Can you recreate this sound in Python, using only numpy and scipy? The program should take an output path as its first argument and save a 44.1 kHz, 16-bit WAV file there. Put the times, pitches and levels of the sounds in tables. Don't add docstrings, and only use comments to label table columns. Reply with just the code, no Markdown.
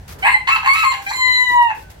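import sys
import numpy as np
from scipy import signal
from scipy.fft import rfft, irfft
from scipy.io import wavfile
from scipy.ndimage import uniform_filter1d, minimum_filter1d

SR = 44100
rng = np.random.default_rng(int(sys.argv[2]) if len(sys.argv) > 2 else 0)


def store_pcm(level_fs):
    pcm = np.round(np.clip(level_fs, -1, 1) * 32767).astype(np.int16)
    wavfile.write(sys.argv[1], SR, np.atleast_2d(pcm).T)


N = 88200

# frequency in Hz, relative gain in dB.
AIR_COLOUR = [(120, -22), (200, -9), (262, -1), (896, -1.5), (1240, -14), (1540, -4.5), (2500, -13.5),
              (15000, -27.5)]
AIR_DB = -47.5
# frequency in Hz, relative gain in dB.
RUMBLE_COLOUR = [(20, -9), (35, -62), (50, 14), (64, 1.5), (82, 9.5), (105, 1), (150, -1), (220, -13.5),
                 (400, -54)]
# time in seconds, level in dB.
RUMBLE_LEVEL = [(0, -37), (.1, -37), (.5, -42.5), (1.002, -45.5), (1.7, -46), (1.791, -41), (2, -42.5)]
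RUMBLE_SIDE_DB = -23

# delay to the left microphone in seconds, to the right in seconds, level in dB.
ECHOES = [(.0031, .0044, -10.5), (.0093, .0078, -9)]
YARD_T60_S, YARD_TREBLE_T60_S = 0.26, 0.29
YARD_DB, YARD_GAP_S = -2, 0.0054
NOTE_YARD_DB = -2.5

# start in seconds, level in dB.
STEPS = [(1.269, -41.5), (1.498, -40.5), (1.772, -46.5)]
# frequency in Hz, relative gain in dB.
STEP_COLOUR = [(60, -22), (150, -3), (230, -13), (340, -3.5), (500, -2), (900, -32), (4000, -49)]
STEP_DECAY_S = 0.054

# start in seconds, length in seconds, level in dB.
RUSTLES = [(0.077, 0.052, -38.5), (0.184, 0.075, -44), (1.017, 0.054, -40), (1.154, 0.017, -38),
           (1.263, 0.16, -44), (1.486, 0.056, -41), (1.619, 0.0071, -38), (1.745, 0.084, -47),
           (1.897, 0.019, -45)]
# frequency in Hz, relative gain in dB.
RUSTLE_COLOUR = [(200, 1.5), (500, 1.5), (1500, 4), (3000, 0.5), (6000, -1.5), (9000, -5.5), (12500, -1.5),
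                 (15500, -6)]
RUSTLE_ATTACK_S, RUSTLE_DECAY_S = 0.004, 0.023
RUSTLE_GRAIN_DB = 1.2

SWISH_S, SWISH_WIDTH_S, SWISH_DB = 0.24, 0.098, -39.5
# frequency in Hz, relative gain in dB.
SWISH_COLOUR = [(150, -1.5), (450, 1.5), (1500, -5.5), (4000, -40)]

# start in seconds, length in seconds, pitch in Hz, level in dB.
SIDE_TONES = [(0.348, 0.024, 855, -25.5), (0.411, 0.023, 845, -37), (1.824, 0.069, 1510, -52)]
SIDE_JITTER = 0.0088

# time in seconds, pitch in Hz, roughness 0-1 before pitch jumps add to it,
# then levels in dB of the low, middle, high and top register, before the tone and rasp trims.
FIRST = [(0.229, 736.7, 0.47, -22.5, -18, -29, -47), (0.25, 814.6, 0.76, -9, -8.5, -28.5, -30.5),
         (0.266, 889, 0.72, -8, -6.5, -24.5, -26.5), (0.29, 1070, 0.82, -20, -14.5, -33, -41.5),
         (0.333, 1034, 0.57, -25.5, -22.5, -32, -31.5), (0.345, 1024, 0.082, -37.5, -4.5, -35.5, -51),
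         (0.375, 1021, 0.3, -39, -25.5, -41, -50), (0.43, 1017, 0.23, -40, -35, -50.5, -68)]
SECOND = [(0.475, 1018, 0.83, -22.5, -21, -27, -43), (0.492, 1090, 0.52, -11.5, -15, -26, -34),
          (0.51, 1306, 0.47, -19.5, -12.5, -26, -38), (0.528, 1327, 0.22, -22.5, -10.5, -30, -36.5),
          (0.547, 1311, 0.26, -17.5, -12.5, -32, -34.5), (0.562, 1297, 0.85, -15, -24, -26, -36),
          (0.588, 1260, 0.69, -24.5, -29, -31.5, -49)]
THIRD = [(0.632, 802.4, 0.96, -19.5, -29, -32, -44), (0.656, 821, 0.88, -18.5, -15, -31, -32),
         (0.672, 1069, 0.75, -8, -21.5, -25.5, -32.5), (0.692, 1089, 0.07, -17, -6.5, -25.5, -37),
         (0.738, 1128, 0.078, -19.5, -20, -31, -30.5), (0.755, 1290, 0.45, -18.5, -17.5, -27.5, -34.5),
         (0.796, 1316, 0.25, -26, -19.5, -28, -35.5), (0.83, 1278, 0.11, -15, -18, -37, -36.5),
         (0.847, 1071, 0.2, -16.5, -19, -25, -33), (0.877, 1065, 0.048, -9, -20, -33.5, -33),
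         (0.915, 1052, 0.13, -21.5, -25, -28.5, -31.5), (0.93, 828.7, 0.98, -22.5, -22.5, -27, -39),
         (0.971, 795, 0.84, -30.5, -28.5, -34, -40.5), (1.02, 802, 0.78, -30, -37, -50, -45)]
LEAD_IN = [(1.068, 790, 0.31, -29, -18, -38, -50), (1.083, 802.8, 0.08, -32, -25, -36.5, -39),
           (1.1, 809.7, 0.1, -27.5, -39, -30.5, -36), (1.11, 865, 0.92, -15, -24, -28, -29),
           (1.123, 944, 0.91, -23.5, -22, -45, -42), (1.13, 1020, 0.31, -26, -32, -31.5, -32.5),
           (1.152, 1032, 0.11, -34, -22, -32, -34.5)]
LAST_RASP = [(1.683, 911, 0.74, -19, -21, -40, -43), (1.72, 855, 0.72, -16, -27.5, -47.5, -57),
             (1.735, 786, 1, -51, -23, -56, -58)]
REGISTER_EDGES_HZ = [1670, 2945, 6000]
RASP_POWER = [2.43, 1.13, 0.51, 0.51]
# relative level in dB, from the fundamental up.
HARMONICS_DB = [12.5, 0, -0.5, 8.5, -4.5, -8.5, 5, 1.5, -1, 3, -23, -3.5, -17, -9, -5]
# frequency in Hz, relative gain in dB.
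THROAT = [(620, -57), (770, -9), (860, 1.5), (1100, -0.5), (1320, -17), (1450, -7), (1620, -4.5),
          (2080, 10), (2400, 0.5), (2680, 5.5), (2950, -10), (3500, -20.5), (4250, -11), (4600, -19),
          (5350, -38.5), (5950, -21), (6500, -31.5), (7350, -11.5), (8200, -36), (8700, -42.5), (9500, -24),
          (10200, -37.5), (11100, -17.5), (12100, -29), (15500, -33)]
# frequency in Hz, gain in dB.
FIRST_BEAK = [(5000, 11), (6000, -6.5), (7300, -8.5), (8250, 27), (9600, 2.5)]
# frequency in Hz, gain in dB.
LEAD_IN_BEAK = [(1200, 8.5), (1600, 8.5), (3100, -8), (4000, 10.5)]
BEAK_CUT_HZ = 736
ATTACK_S, RELEASE_S = 0.0039, 0.0062
TONE_DB, RASP_DB = -2, -5.5
CLEAR_JITTER, JITTER, JITTER_HZ = 0.00081, 0.0265, 508
RATTLE_PER_CYCLE, RATTLE_SCATTER = .22, .25
RATTLE_SIZE_DB, RATTLE_DECAY_S = 4, 0.0025
GAS_DB = 3
FLUTTER, CHOP_S = 0.58, 0.00056
BREAK_HZ_PER_S, BREAK_S = 22000, 0.0058

# time in seconds, pitch in Hz, levels in dB of harmonics 1, 2, 3, 4
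NOTE = [(1.162, 1025, -44, -34, -39, -30.5, -30.5), (1.192, 1027, -24.5, -24, -37, -23.5, -32.0),
        (1.224, 1022, -24, -13, -33, -27, -31.5), (1.291, 1012, -24, -14, -33, -22, -38.5),
        (1.321, 1010, -24.5, -18, -36, -19.5, -35.5), (1.371, 1003, -26.5, -14.5, -38, -22, -38.0),
        (1.425, 1003, -21, -11, -34, -33, -37), (1.46, 990, -38, -22, -33, -28.5, -43),
        (1.496, 982, -27, -12.5, -43.5, -32, -43.5), (1.556, 974, -13, -23, -31, -43.5, -46.5),
        (1.622, 956, -11, -19, -33, -45, -56), (1.677, 929, -16.5, -30.5, -29, -51, -59)]
# time in seconds, left minus right in dB of harmonics 1, 2, 4.
NOTE_PAN = [(1.22, 1, 3.5, 3), (1.29, -24, 11, 3), (1.38, 1, 11.5, -13), (1.43, -3, 12, 4),
            (1.55, 3, 5.5, 1), (1.64, -10, 5, -10)]
NOTE_OTHER_PAN_DB = -7.5
CROW_LAG_S, NOTE_LAG_S = 0.000214, 0.00017

TOP_HZ = 15900
CEILING, LIMITER_S = .93, .004


def undb(db):
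    return 10 ** (np.asarray(db) / 20)


def unit(x):
    return x / np.sqrt(np.mean(x ** 2) + 1e-18)


def times():
    return np.arange(N) / SR


def gain_at(hz, points):
    f, db = np.array(points, float).T
    return undb(np.interp(np.log(np.maximum(hz, 1)), np.log(f), db))


def colour(x, points):
    response = gain_at(np.fft.rfftfreq(N, 1 / SR), points)
    return unit(irfft(rfft(x) * response, N))


def walk(rate_hz):
    k = max(int(SR / rate_hz), 1)
    once = uniform_filter1d(rng.standard_normal(N), k)
    return unit(uniform_filter1d(once, k))


def gate(start_s, end_s):
    t = times()
    rise = (np.maximum(start_s - t, 0) / ATTACK_S) ** 2
    fall = np.maximum(t - end_s, 0) / RELEASE_S
    return np.exp(-rise - fall)


def delay(x, left_s, right_s):
    lags = np.array([[left_s], [right_s]])
    return irfft(rfft(x) * np.exp(-2j * np.pi * np.fft.rfftfreq(N, 1 / SR) * lags), N)


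def background():
    mid, side = colour(rng.standard_normal((2, N)), RUMBLE_COLOUR)
    level = undb(np.interp(times(), *np.array(RUMBLE_LEVEL).T))
    rumble = level * (mid + undb(RUMBLE_SIDE_DB) * side * np.array([[1], [-1]]))
    air = colour(rng.standard_normal((2, N)), AIR_COLOUR)
    return rumble + undb(AIR_DB) * air


def yard(x):
    t = times()
    noise = rng.standard_normal((2, N))
    low = signal.sosfilt(signal.butter(2, 3000, fs=SR, output="sos"), noise)
    treble = noise - low
    tail = low * undb(-60 * t / YARD_T60_S) + treble * undb(-60 * t / YARD_TREBLE_T60_S)
    response = unit(tail * (t > YARD_GAP_S)) / np.sqrt(N)
    return signal.fftconvolve(x[None], response, axes=1)[:, :N] * undb(YARD_DB)


def steps():
    t = times()
    env = sum(undb(db) * (t > s) * np.exp(-np.abs(t - s) / STEP_DECAY_S) for s, db in STEPS)
    return env * colour(rng.standard_normal(N), STEP_COLOUR)


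def rustles():
    t = times()
    env = np.zeros(N)
    for start, length, db in RUSTLES:
        attack = np.clip((t - start) / RUSTLE_ATTACK_S, 0, 1)
        decay = np.exp(-np.maximum(t - start - length, 0) / RUSTLE_DECAY_S)
        env += undb(db) * attack * decay
    grain = undb(RUSTLE_GRAIN_DB * walk(430))
    return env * colour(rng.standard_normal((2, N)) * grain, RUSTLE_COLOUR)


def swish():
    env = np.exp(-((times() - SWISH_S) / SWISH_WIDTH_S) ** 2)
    return undb(SWISH_DB) * env * colour(rng.standard_normal((2, N)), SWISH_COLOUR)


def side_tones():
    wobble = 1 + SIDE_JITTER * walk(JITTER_HZ)
    out = np.zeros(N)
    for start, length, hz, db in SIDE_TONES:
        tone = unit(np.sin(2 * np.pi * np.cumsum(hz * wobble) / SR))
        out += undb(db) * gate(start, start + length) * tone
    return out


def rattle(hz):
    chance = rng.standard_normal((2000, 2))
    progress = np.cumsum(hz * RATTLE_PER_CYCLE / SR)
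    at = np.searchsorted(progress, np.cumsum(np.exp(RATTLE_SCATTER * chance[:, 0])))
    inside = at < N
    clicks = np.zeros(N)
    clicks[at[inside]] = undb(RATTLE_SIZE_DB * chance[inside, 1])
    puffs = signal.lfilter([1], [1, -np.exp(-1 / (RATTLE_DECAY_S * SR))], clicks)
    return clicks, unit(puffs)


def syllable(table, beak=None):
    t, rows = times(), np.array(table, float)
    hz, rough, *levels = (np.interp(t, rows[:, 0], col) for col in rows[:, 1:].T)
    slope = uniform_filter1d(np.gradient(hz), int(BREAK_S * SR)) * SR
    rough = np.clip(np.hypot(rough, slope / BREAK_HZ_PER_S), 0, 1)
    env = gate(rows[0, 0], rows[-1, 0])
    on = env > 1e-4

    def throat(v):
        return gain_at(v, THROAT) * (gain_at(v, beak) if beak else 1)

    clicks, puffs = rattle(hz)
    jitter = (CLEAR_JITTER + JITTER * rough) * walk(JITTER_HZ)
    phase = 2 * np.pi * np.cumsum(hz * (1 + jitter)) / SR
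    flutter = uniform_filter1d(puffs - puffs.mean(), int(CHOP_S * SR))
    chop = (1 + FLUTTER * rough * flutter)[on]

    k = np.arange(1, len(HARMONICS_DB) + 1)[:, None]
    partial_hz = k * hz[on]
    weights = throat(partial_hz) * undb(HARMONICS_DB)[:, None] * (partial_hz < TOP_HZ)
    partials = weights * np.sin(k * phase[on] + rng.uniform(0, 2 * np.pi, k.shape))

    f = np.fft.rfftfreq(N, 1 / SR)
    gas = undb(GAS_DB) * puffs * rng.standard_normal(N)
    rasp = rfft(unit(clicks) + gas) * throat(f)

    edges, out = [1, *REGISTER_EDGES_HZ, SR], np.zeros((2, N))
    for lo, hi, db, power in zip(edges, edges[1:], levels, RASP_POWER):
        def band(v):
            return 1 / np.sqrt((1 + (lo / (v + 1)) ** 40) * (1 + (v / hi) ** 40))

        share = band(partial_hz)
        hoarse = rough[on] ** power
        strength = np.sqrt(((share * weights) ** 2).sum(0) / 2 + 1e-12)
        tone = (share * partials).sum(0) / strength
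        clear = np.sqrt(1.001 - hoarse ** 2) * (strength / strength.max()) ** .7
        noise = unit(irfft(rasp * band(f), N))[on]
        voice = undb(TONE_DB) * clear * chop * tone + undb(RASP_DB) * hoarse * noise
        out[:, on] += undb(db[on]) * voice / np.hypot(clear, hoarse)
    return signal.sosfilt(signal.butter(6, BEAK_CUT_HZ, "high", fs=SR, output="sos"), out * env)


def long_note():
    t, rows, pans = times(), np.array(NOTE, float), np.array(NOTE_PAN, float)
    hz, *levels = (np.interp(t, rows[:, 0], col) for col in rows[:, 1:].T)
    pan_of = dict(zip((1, 2, 4), (np.interp(t, pans[:, 0], col) for col in pans[:, 1:].T)))
    phase = 2 * np.pi * np.cumsum(hz * (1 + CLEAR_JITTER * walk(JITTER_HZ))) / SR
    partials = np.array([gain_at(k * hz, THROAT) * undb(db) for k, db in enumerate(HARMONICS_DB, 1)])
    overtones = partials[len(levels) - 1:]
    overtones = undb(levels[-1]) * overtones / np.linalg.norm(overtones, axis=0)
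    sizes = [*undb(levels[:-1]), *overtones]
    out = np.zeros((2, N))
    for k, size in enumerate(sizes, 1):
        sides = undb(np.array([[.5], [-.5]]) * pan_of.get(k, NOTE_OTHER_PAN_DB))
        sides = sides / np.linalg.norm(sides, axis=0)
        out += 2 * size * sides * np.sin(k * phase + rng.uniform(0, 2 * np.pi))
    return out * gate(rows[0, 0], rows[-1, 0])


def scene():
    crow = syllable(FIRST, FIRST_BEAK) + syllable(SECOND) + syllable(THIRD)
    crow += syllable(LEAD_IN, LEAD_IN_BEAK) + syllable(LAST_RASP)
    note = long_note()
    direct = delay(crow, CROW_LAG_S, 0) + delay(note, NOTE_LAG_S, 0) + side_tones()
    echoes = sum(undb(db) * delay(crow, left, right) for left, right, db in ECHOES)
    tail = yard((crow + undb(NOTE_YARD_DB) * note).mean(0))
    return direct + echoes + tail + rustles() + swish() + steps() + background()


def record(dry):
    size = int(LIMITER_S * SR)
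    needed = CEILING / np.maximum(np.abs(dry).max(0), CEILING)
    gain = uniform_filter1d(minimum_filter1d(needed, size), size)
    return signal.sosfilt(signal.ellip(12, .2, 80, TOP_HZ, fs=SR, output="sos"), dry * gain)


dry = scene()
out = record(dry)
store_pcm(out)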